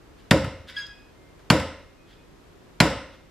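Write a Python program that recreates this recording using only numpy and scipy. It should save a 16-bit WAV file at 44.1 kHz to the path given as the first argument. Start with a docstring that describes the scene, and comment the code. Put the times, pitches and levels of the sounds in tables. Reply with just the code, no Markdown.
"""Over faint appliance hum and microphone hiss, a cleaver is chopped three times into a husked coconut on a
wooden board. Each blow opens with a tearing crack (shaped noise) and two very short shell notes (damped
resonances), then a low thud (one low cycle) sets body modes and a hollow note ringing. Nut and board then rock
and settle. Around the blows the blade rubs in the husk (grainy noise); after the first it squeaks once
(stick-slip tone), and thin tones swell and fade. A hard-walled kitchen answers with dense reflections."""
import sys
import numpy as np
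from scipy import signal
from scipy.fft import rfft, irfft
from scipy.io import wavfile
from scipy.ndimage import uniform_filter1d

SR = 44100
rng = np.random.default_rng(int(sys.argv[2]) if len(sys.argv) > 2 else 0)


def store_wav(level_fs):
    """Save 16-bit WAV to argv[1]."""
    pcm = np.round(np.clip(np.atleast_2d(level_fs), -1, 1) * 32767)
    wavfile.write(sys.argv[1], SR, pcm.T.astype(np.int16))


N = 145530
TIME = np.arange(N) / SR   # s

# Cleaver blows: (time [s], crack level [dB], cut length [s], thud level [dB],
# lower shell note [Hz], upper shell note [Hz])
BLOWS = [(0.309, -10, 0.0065, -4.5, 1850, 3580), (1.501, -8, 0.0032, -5.5, 1566, 4380),
         (2.802, -6.5, 0.005, -6.5, 1605, 4080)]
# Nut and board rock and settle: (time [s], click level [dB], thud level [dB], thud frequency [Hz])
KNOCKS = [(.441, -29, -18, 123), (0.471, -64, -18, 102), (0.539, -67, -25, 65), (0.597, -70, -32.5, 81),
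          (1.39, -52, -88, 97), (1.595, -26, -21.5, 75.5), (1.667, -62, -29, 91), (2.905, -73, -50, 80),
          (2.963, -56, -24.5, 82.6)]
THUD_DELAY_S = 0.00515   # from the start of the crack to the thud


def from_db(db):
    """Amplitude gain of a level in dB: twenty decibels per factor of ten."""
    return 10 ** (np.asarray(db) / 20)


def rms_one(x):
    """Normalisation to unit root-mean-square amplitude."""
    return x / np.sqrt(np.mean(x ** 2) + 1e-20)


def at_hz(points, hz):
    """Interpolation of a spectrum table on a logarithmic frequency axis."""
    table = np.array(points)
    return np.interp(np.log(hz), np.log(table[:, 0]), table[:, 1])


def coloured(x, spectrum):
    """Spectral shaping: follow the table, fade below its lowest frequency; rms 1."""
    hz = np.maximum(np.fft.rfftfreq(x.shape[-1], 1 / SR), 1)
    low_fade = np.minimum(1, hz / spectrum[0][0]) ** 4
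    shaped = rfft(x) * from_db(at_hz(spectrum, hz)) * low_fade
    return rms_one(irfft(shaped, x.shape[-1]))


def stereo_noise(likeness, size):
    """Interchannel correlation: mid and side noise mixed so that likeness varies with frequency."""
    mid, side = rfft(rng.standard_normal((2, size)))
    hz = np.maximum(np.fft.rfftfreq(size, 1 / SR), 1)
    alike = np.clip(at_hz(likeness, hz), -1, 1)
    return irfft(np.sqrt(1 + alike) * mid + np.sqrt(1 - alike) * side * [[1], [-1]], size)


def narrow_noise(hz, width_hz):
    """Band-pass filtering of white noise; rms 1."""
    band = signal.butter(2, [hz - width_hz / 2, hz + width_hz / 2], "band", fs=SR, output="sos")
    return rms_one(signal.sosfilt(band, rng.standard_normal(N)))


def ring(x, modes):
    """Modal superposition: x excites a sum of exponentially damped resonances (Hz, dB, t60 in s)."""
    out = 0
    for hz, db, t60 in modes:
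        radius = from_db(-60 / (t60 * SR))
        angle = 2 * np.pi * hz / SR
        feedback = [1, -2 * radius * np.cos(angle), radius * radius]
        out = out + from_db(db) * signal.lfilter([0, np.sin(angle)], feedback, x + 1e-18)
    return out


def clicks(times, db):
    """Ideal impulses: single samples at the given times."""
    out = np.zeros(N)
    out[(np.asarray(times) * SR).astype(int)] = from_db(db)
    return out


def swell(s, length):
    """Raised-cosine envelope: a smooth rise and fall."""
    return np.sin(np.pi * np.clip((TIME - s) / length, 0, 1)) ** 2


def low_cycles(rows):
    """Impulsive displacement: one low cycle, down then up, for each (s, dB, Hz), then a low cut."""
    push = 0
    for s, db, hz in rows:
        push = push - from_db(db) * np.sin(2 * np.pi * np.clip((TIME - s) * hz, 0, 1))
    return signal.sosfilt(signal.butter(3, 90, "high", fs=SR, output="sos"), push)


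def background():
    """Stationary noise and steady sinusoids: microphone hiss and appliance tones."""
    # Hiss spectrum: (frequency [Hz], relative level [dB per Hz])
    hiss_spectrum = [(15, -21), (25, -2.5), (71, -1.5), (176, -4), (207, -7), (344, -4), (856, -15),
                     (927, -14.5), (1060, -15), (1150, -15.5), (6900, -31), (12800, -40), (15000, -89)]
    # Correlation of the hiss: (frequency [Hz], left-right likeness [-1 to 1])
    hiss_likeness = [(40, 1), (110, 0.28), (200, .5), (400, .2), (1500, 0.3), (14000, .05)]
    # Appliance tones: (frequency [Hz], level [dB rms])
    hum_tones = [(48.4, -62), (13017, -83.5)]
    hiss_db = -51.5   # rms
    tones = sum(np.sqrt(2) * from_db(db) * np.sin(2 * np.pi * hz * TIME) for hz, db in hum_tones)
    return from_db(hiss_db) * coloured(stereo_noise(hiss_likeness, size=N), hiss_spectrum) + tones


def kitchen(x):
    """Reverberation: convolution with dense noise that decays exponentially, band by band."""
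    # Decay of the room: (frequency [Hz], t60 [s])
    room_decay = [(100, 0.65), (300, 0.43), (700, 0.5), (1500, 0.56), (3000, 0.58), (5500, 0.54),
                  (9000, 0.4), (14000, .2)]
    # Colour of the reflections: (frequency [Hz], relative level [dB])
    room_colour = [(100, -26), (300, -1), (700, 6), (1500, 0.5), (3000, -2), (5500, -0.5), (9000, 0.5),
                   (14000, 4)]
    # Correlation of the reflections: (frequency [Hz], left-right likeness, limited to [-1 to 1])
    room_likeness = [(100, .998), (400, 0.95), (1000, 1), (2000, 0.97), (4000, 0.73), (7000, -0.19),
                     (14000, -1.16)]
    room_db, onset_s = 1, 0.0021   # silent for one onset time, then rising for another
    t = np.arange(SR) / SR
    edges = 70 * 2 ** np.arange(0, 8, .5)   # half-octave bands [Hz]
    white, tail = stereo_noise(room_likeness, size=SR), 0
    for low, high in zip(edges, edges[1:]):
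        hz = np.sqrt(low * high)
        band = signal.sosfilt(signal.butter(2, [low, high], "band", fs=SR, output="sos"), white)
        t60 = max(at_hz(room_decay, hz), .05)
        tail = tail + band * from_db(at_hz(room_colour, hz) - 60 * t / t60)
    tail = tail * np.clip(t / onset_s - 1, 0, 1)
    tail = tail / np.sqrt(np.sum(tail ** 2) / 2)   # unit energy per channel on average
    return from_db(room_db) * signal.fftconvolve(x[None], tail, axes=1)[:, :N]


def faint_tones():
    """Amplitude-modulated sinusoids: thin high tones come and go between blows."""
    # Thin tones: (time [s], length [s], frequency [Hz], level at the peak of the swell [dB rms])
    thin_tones = [(.733, 0.042, 1980, -48), (0.82, 0.32, 2510, -60), (1.106, 0.29, 2100, -66.5),
                  (1.937, 0.17, 2503, -66.5), (2.142, 0.13, 2503, -66.5)]
    out = 0
    for s, length, hz, db in thin_tones:
        tone = np.sqrt(2) * np.sin(2 * np.pi * hz * TIME)
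        out = out + from_db(db) * swell(s, length) ** .5 * tone
    return out


def squeak():
    """Stick-slip friction of wet steel in the husk; overtones rise and fall unevenly as it dies away."""
    # Course of the squeak: (time [s], slip rate [Hz], levels of harmonics 1, 2, 3, 4 [dB rms])
    slips = [(0.759, 1627, -65.5, -59, -60, -85), (0.769, 1651, -31.5, -27.5, -40, -55),
             (0.785, 1666, -30.5, -45, -35.5, -76.5), (0.804, 1646, -31.5, -53.5, -50, -57.5),
             (0.82, 1642, -41.5, -41, -92, -50), (0.847, 1642, -58, -39.5, -78, -63.5),
             (0.869, 1642, -67, -53.5, -38, -56)]
    s, hz, *levels = np.transpose(slips)
    phase = 2 * np.pi * np.cumsum(np.interp(TIME, s, hz)) / SR
    out = 0
    for harmonic, db in enumerate(levels, start=1):
        gain = from_db(np.interp(TIME, s, db, -200, -200))   # inaudible outside the table
        out = out + np.sqrt(2) * gain * np.sin(harmonic * phase)
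    return out


def rubs():
    """Sliding friction: swells of grainy scraping noise, with a narrower hiss from the edge."""
    # Blade in the husk: (time [s], length [s], scrape level [dB rms], edge hiss level [dB rms]) at the peak
    strokes = [(0.154, 0.092, -63, -72), (0.664, 0.06, -43.5, -47), (0.736, 0.097, -42, -71),
               (2.037, 0.14, -59, -65.5), (3.11, 0.066, -57.5, -69)]
    # Scrape spectrum: (frequency [Hz], relative level [dB per Hz])
    scrape_spectrum = [(290, -76.5), (500, -34), (1640, 4), (2020, -1.5), (3380, 0), (4850, -5.5),
                       (5980, -15), (14000, -25)]
    grains = rng.standard_normal(N) * rng.exponential(1, N)
    scrape = coloured(grains, scrape_spectrum)
    edge = narrow_noise(3310, width_hz=510)
    out = 0
    for s, length, db, edge_db in strokes:
        out = out + swell(s, length) * (from_db(db) * scrape + from_db(edge_db) * edge)
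    return out


def blade():
    """Free vibration: the steel rings faintly, and equally, at each blow."""
    # Modes of the steel: (frequency [Hz], level [dB], t60 [s])
    steel_modes = [(1825, -42, .4), (2123, -46, 0.86), (4560, -46.5, .6)]
    return ring(clicks([b[0] for b in BLOWS], 0), steel_modes)


def hollow():
    """Closely spaced resonances as narrow-band noise: a wavering hollow note lingers after each thud."""
    level_db, rise_s, t60_s = -13, 0.025, 0.51   # level relative to the thud
    thud_s = np.array([[b[0] + THUD_DELAY_S] for b in BLOWS])
    thud_db = np.array([[b[3]] for b in BLOWS])
    since = TIME - thud_s
    rise = np.clip(since / rise_s, 0, 1)
    shape = rise * from_db(thud_db - 60 * np.maximum(since, 0) / t60_s)
    return from_db(level_db) * shape.sum(axis=0) * narrow_noise(540.4, width_hz=97)


def shell():
    """Impact on a stiff shell: as the edge reaches it, two heavily damped notes answer."""
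    low_db, high_db, t60_s = -3.5, 1, 0.036   # levels relative to the crack
    reached = 0.3587   # share of the cut at which the edge meets the shell
    out = 0
    for s, db, cut, _, low, high in BLOWS:
        notes = [(low, low_db, t60_s), (high, high_db, t60_s / 2)]
        out = out + ring(clicks([s + reached * cut], db), notes)
    return out


def thuds():
    """Momentum transfer: returns each blow's low cycle, then the modes it excites plus small landings."""
    # Board, counter and low room modes: (frequency [Hz], level relative to the thud [dB], t60 [s])
    body_modes = [(61.4, -17.5, 0.55), (82, -17.5, 0.64), (126.7, -11.5, .25), (164, -7.5, 0.21),
                  (224, -28, 0.21), (262.2, -25.5, 0.63), (343, -20.5, 0.36), (414, -23, 0.3),
                  (532, -20.5, 0.69)]
    thud_hz, spread_db, low_cut_hz = 193, 1.5, 64
    s, db = np.transpose([(b[0] + THUD_DELAY_S, b[3]) for b in BLOWS])
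    body = 0
    for mode in body_modes:
        # each blow meets each mode a little differently
        met_db = db + spread_db * rng.standard_normal(len(s))
        body = body - ring(clicks(s, met_db), [mode])
    body = signal.sosfilt(signal.butter(2, low_cut_hz, "high", fs=SR, output="sos"), body)
    push = low_cycles(zip(s, db, [thud_hz] * len(s)))
    landings = low_cycles([(k[0], k[2], k[3]) for k in KNOCKS])
    return push, body + landings


def cracks():
    """Fracture noise: fibres tear, bright then dull; landings click. Returns near sound and room pulses."""
    # Crack spectrum: (frequency [Hz], relative level [dB per Hz])
    crack_spectrum = [(350, -38), (600, -6), (1490, -3), (2870, -6), (4110, -11.5), (5330, -13.5),
                      (5950, -19), (7110, -17), (12800, -27), (16000, -35)]
    # Correlation of the crack: (frequency [Hz], left-right likeness [-1 to 1])
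    crack_likeness = [(1000, 1.), (2400, 0.99), (4400, 0.98), (8000, .3), (14000, 0.)]
    split_hz, dull_lag_s = 1900, 0.0019   # the dull part lies below the split and starts later
    bright_share, rise_share = 0.35, .6   # of the cut, until bright part decays; of each part, swelling
    t60_s, click_s = 0.044, 0.011   # decay after each part; cut length of a landing
    knock_bright_db = -5   # landings are duller than cuts
    wet_db = -4.5   # strength of the crack as the room hears it
    cuts = [(*b[:3], 0) for b in BLOWS]
    landings = [(k[0], k[1], click_s, knock_bright_db) for k in KNOCKS]
    s, db, length, bright = np.transpose(cuts + landings)
    shape = np.zeros((2, N))   # envelopes of the bright and dull parts
    for start, level_db, cut, bright_db in zip(s, db, length, bright):
        since = TIME - start - np.array([[0], [dull_lag_s]])
        end = np.array([[bright_share * cut], [cut - dull_lag_s]])
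        rise = np.clip(since / (rise_share * end), 0, 1)
        decay = from_db(-60 * np.clip(since - end, 0, 1) / t60_s)
        shape += from_db([[level_db + bright_db], [level_db]]) * rise * decay
    noise = coloured(stereo_noise(crack_likeness, size=N), crack_spectrum)
    dull = signal.sosfiltfilt(signal.butter(2, split_hz, fs=SR, output="sos"), noise)
    near = shape[0] * (noise - dull) + shape[1] * dull
    pulse = coloured(np.eye(1, 256, 128)[0], crack_spectrum)   # an impulse at sample 128
    return near, np.convolve(clicks(s, db + wet_db), pulse)[:N]


def scene():
    """Linear superposition: direct sources, their reverberation and the background."""
    thud_wet_db, squeak_wet_db = 4, -5.5   # strengths as the room hears them
    crack, pulse = cracks()
    push, body = thuds()
    squeal = squeak()
    steel = blade() + rubs()
    wet = kitchen(pulse + steel + from_db(thud_wet_db) * push + from_db(squeak_wet_db) * squeal)
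    near = crack + shell() + hollow() + push + steel + squeal + body + faint_tones()
    return near + wet + background()


def record(dry):
    """Dynamic compression: gain ducks after loud blows and creeps back; peaks clip; the top is cut."""
    above_db, duck_share, back_db_per_s, cutoff_hz = -20.5, 0.22, 3, 16600
    power = uniform_filter1d(np.mean(dry ** 2, axis=0), size=441)   # 10 ms average
    level_db = 10 * np.log10(power + 1e-12)
    duck_db = duck_share * np.maximum(level_db - above_db, 0)
    # hold each peak, released at a constant rate
    release = back_db_per_s * TIME
    held = np.maximum(np.maximum.accumulate(duck_db + release) - release, 0)
    held = signal.lfilter([.002], [1, -.998], held)   # smoothed over about 11 ms
    clipped = np.clip(dry * from_db(-held), -.96, .96)
    return signal.sosfilt(signal.cheby2(12, 70, cutoff_hz, fs=SR, output="sos"), clipped)


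dry = scene()
out = record(dry)
store_wav(out)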